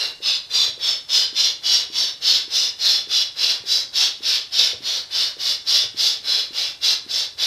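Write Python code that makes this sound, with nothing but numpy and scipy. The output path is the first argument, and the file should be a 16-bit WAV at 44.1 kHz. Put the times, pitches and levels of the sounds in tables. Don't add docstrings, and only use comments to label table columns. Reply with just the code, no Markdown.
import sys
import numpy as np
from scipy import signal
from scipy.fft import rfft, irfft, next_fast_len
from scipy.io import wavfile
from scipy.ndimage import uniform_filter1d, map_coordinates

SR = 44100
rng = np.random.default_rng(int(sys.argv[2]) if len(sys.argv) > 2 else 0)


def wrap_up_sound(samples):
    columns = np.atleast_2d(samples).T
    tamed = np.clip(columns, -1, 1)
    steps = np.round(tamed * 32767).astype(np.int16)
    wavfile.write(sys.argv[1], SR, steps)


N = 328986

# (start [s], length [s], peak jet level [dB], brightness at full speed, before the common speed term [dB])
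STROKES = [(-0.103, 0.25, -22.5, -3), (0.203, 0.22, -18.5, -3), (0.483, 0.25, -16.5, 3),
           (0.777, 0.24, -20, -1), (1.069, 0.23, -15.5, 4), (1.328, 0.24, -17, 0.5),
           (1.61, 0.27, -15.5, 3.5), (1.9, 0.26, -20, 2.5), (2.195, 0.27, -15.5, 2),
           (2.479, 0.27, -18.5, 6), (2.77, 0.29, -16, 3), (3.072, 0.23, -18, 2), (3.343, 0.27, -18, 1),
           (3.638, 0.24, -19, 7), (3.916, 0.24, -16.5, 2.5), (4.205, 0.25, -18, -0.5),
           (4.497, 0.27, -16.5, -0.5), (4.805, 0.26, -21.5, 1.5), (5.087, 0.26, -18.5, 2.5),
           (5.368, 0.24, -19, 5), (5.637, 0.26, -15.3, 3.5), (5.944, 0.26, -18, 6), (6.217, 0.28, -19, 0.5),
           (6.507, 0.25, -22, -0.5), (6.797, 0.21, -16, 3.5), (7.063, 0.25, -21.3, 4.5),
           (7.363, 0.21, -18, 2)]


def amp(db):
    return 10 ** (np.asarray(db) / 20)


def unit(x):
    return x / np.sqrt(np.mean(x ** 2) + 1e-20)


def along(points, hz):
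    f, value = np.transpose(points)
    return np.interp(np.log(hz + 1), np.log(f + 1), value)


def lift(modes, hz):
    return sum(db / (1 + (2 * (hz - centre) / width) ** 2) for centre, width, db in modes)


def wobble(rate):
    knots = rng.standard_normal(int(N * rate / SR) + 4)
    return map_coordinates(knots, [np.arange(N) * rate / SR])


def filtered(x, response):
    size = next_fast_len(N + SR // 2)
    spectrum = rfft(x, size) * response(np.fft.rfftfreq(size, 1 / SR))
    return irfft(spectrum, size)[..., :N]


def noise(spectrum):
    return unit(filtered(rng.standard_normal(N), lambda hz: amp(along(spectrum, hz))))


def add(track, s, sound):
    at = round(s * SR)
    part = sound[max(-at, 0):N - at]
    track[max(at, 0):][:len(part)] += part


def background(floor_db=-54, drift_db=0.3):
    # (frequency [Hz], relative spectral density [dB])
    floor = [(20, -4), (42, -6), (80, 4.5), (130, 2), (200, -4.5), (300, -1.5), (480, -4.5), (800, -4.5),
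             (2000, -14.5), (6000, -8), (14500, -23)]
    return amp(floor_db + drift_db * wobble(14)) * noise(floor)


def room(x, delay_s=0.005):
    # (frequency [Hz], time to decay by 60 dB [s])
    decay_times = [(150, 0.34), (1000, 0.4), (4000, 0.34), (8000, 0.25), (14000, 0.028)]
    out = np.zeros(N)
    turns = [0] + [round(s * SR) for s, *_ in STROKES[1:]] + [N]
    for start, end in zip(turns, turns[1:]):
        hz, t, z = signal.stft(rng.standard_normal(SR * 2 // 3), SR, nperseg=256)
        decay = amp(-60 * t / along(decay_times, hz)[:, None])
        tail = signal.istft(z * decay, SR, nperseg=256)[1]
        tail = tail / np.linalg.norm(tail)
        add(out, start / SR + delay_s, signal.fftconvolve(x[start:end], tail))
    return out


def piston(knock_hz=490, knock_s=0.0016, thump_hz=112, thump_s=0.0052, thump_delay_s=0.0102):
    # (time [s], knock level [dB], thump level [dB])
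    knocks = [(0.678, -35, -44), (3.593, -46, -47), (4.732, -31.5, -44), (5.839, -36, -43)]
    out, t = np.zeros(N), np.arange(SR // 8) / SR

    def ring(hz, life):
        return t / life * np.exp(1 - t / life) * np.sin(2 * np.pi * hz * t)

    for s, knock_db, thump_db in knocks:
        add(out, s, amp(knock_db) * ring(knock_hz, knock_s))
        add(out, s + thump_delay_s, amp(thump_db) * ring(thump_hz, thump_s))
    return out


def valve(plop_db=-37, plop_hz=305, rise_per_s=45, swell_s=0.0033):
    out, t = np.zeros(N), np.arange(SR // 30) / SR
    shape = (t / swell_s) ** 2 * np.exp(1 - (t / swell_s) ** 2)
    for s, *_ in STROKES[1::2]:
        pitch = plop_hz * (1 + rise_per_s * t) * np.exp(rng.normal(0, 0.15))
        phase = 2 * np.pi * np.cumsum(pitch) / SR
        add(out, s - .001, amp(plop_db) * shape * np.sin(phase))
    return out


def radius_cm(t, start_litres=0.57, stroke_litres=0.19):
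    strokes_done = sum(np.clip((t - s) / length, 0, 1) for s, length, *_ in STROKES)
    litres = start_litres + stroke_litres * strokes_done
    return np.cbrt(1000 * litres * 3 / (4 * np.pi))


def airflow(spurt_s=0.0072, speed_bright_db=5, pull_rush_db=-38.5, push_rush_db=-41):
    # (time, 3 ms after its onset [s], peak level [dB])
    spurts = [(1.363, -28), (3.712, -30), (3.958, -26.5), (5.674, -33)]
    speeding, slowing = 0.37, 0.6
    opens_at, jet_power = 0.07, 1.83
    jet, rush, bright_db = np.zeros(N), np.zeros(N), np.zeros(N)

    def ease(u):
        return np.sin(np.pi / 2 * np.clip(u, 0, 1))

    for k, (s, length, db, tilt_db) in enumerate(STROKES):
        done = np.linspace(0, 1, int(length * SR))
        speed = ease(done / speeding) * ease((1 - done) / slowing)
        rush_db = push_rush_db if k % 2 else pull_rush_db
        through = np.clip((speed - opens_at) / (1 - opens_at), 0, 1)
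        add(jet, s, amp(db) * through ** jet_power)
        add(rush, s, amp(rush_db) * speed)
        add(bright_db, s, tilt_db * np.sqrt(speed) + speed_bright_db * (speed - .8))
    age = np.arange(SR // 10) / SR / spurt_s
    for s, db in spurts:
        add(jet, s - .003, amp(db) * age * np.exp(1 - age))
    return jet, rush, bright_db


def balloon(x, patchy_db=2.5, reference_cm=7.5):
    # (frequency [Hz], width [Hz], lift [dB])
    air_modes = [(860, 260, 4), (1450, 200, -3), (2070, 440, 5), (2430, 200, -3), (2930, 300, 5),
                 (3370, 180, 4), (3650, 200, -4), (3950, 240, 6), (4400, 240, -4), (4730, 240, 7),
                 (5230, 260, -4), (5620, 260, 8), (6050, 220, -3), (6431, 280, 6), (7270, 280, 4)]
    hz, t, z = signal.stft(x, SR, nperseg=1024)
    swell = radius_cm(t) / reference_cm
    colour = lift(air_modes, hz[:, None] * swell) / np.maximum(swell, .85) ** 2.5
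    sway = uniform_filter1d(rng.standard_normal(z.shape), size=3, axis=0)
    sway = uniform_filter1d(sway, size=14, axis=1)
    gain = amp(colour + patchy_db * unit(sway))
    power = np.mean(np.abs(z) ** 2, axis=1)
    gain /= np.sqrt(power @ gain ** 2 / power.sum())
    return unit(signal.istft(z * gain, SR, nperseg=1024)[1][:N])


def air(flutter_db=1.05, grain_db=0.65, split_hz=4600):
    # (frequency [Hz], relative spectral density [dB])
    jet_colour = [(300, -47.5), (1100, -22.5), (2000, -23.5), (2500, -15.5), (3200, -7.5), (3600, -5),
                  (4400, -1), (5300, -1), (5900, -10), (6600, -17.5), (8000, -26.5), (10000, -31.5),
                  (12500, -32), (14500, -28)]
    # (frequency [Hz], width [Hz], lift [dB])
    nozzle = [(2120, 140, 5), (2900, 380, 5.5), (3140, 110, -4), (3470, 280, 8), (4000, 300, 5),
              (4560, 100, -2), (5290, 200, 2), (11400, 700, 4)]
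    # (frequency [Hz], relative spectral density [dB])
    barrel = [(100, -93), (220, -5), (350, -4), (480, 3.5), (650, 2), (850, -0.5), (1200, -0.5),
              (1500, 3.5), (2200, 4.5), (4000, -13)]
    jet, rush, bright_db = airflow()
    hiss = balloon(filtered(noise(jet_colour), lambda hz: amp(lift(nozzle, hz))))
    lower = filtered(hiss, lambda hz: 1 / (1 + (hz / split_hz) ** 8))
    upper = hiss - lower
    hiss = amp(-bright_db / 2) * lower + amp(bright_db / 2) * upper
    turbulence = amp(flutter_db * wobble(45) + grain_db * wobble(400))
    return turbulence * (jet * hiss + rush * noise(barrel))


def scene(room_db=-7):
    pump = air() + valve() + piston()
    return (pump + amp(room_db) * room(pump) + background())[None]


def record(dry, top_hz=14600):
    return filtered(dry, lambda hz: hz < top_hz)


dry = scene()
out = record(dry)
wrap_up_sound(out)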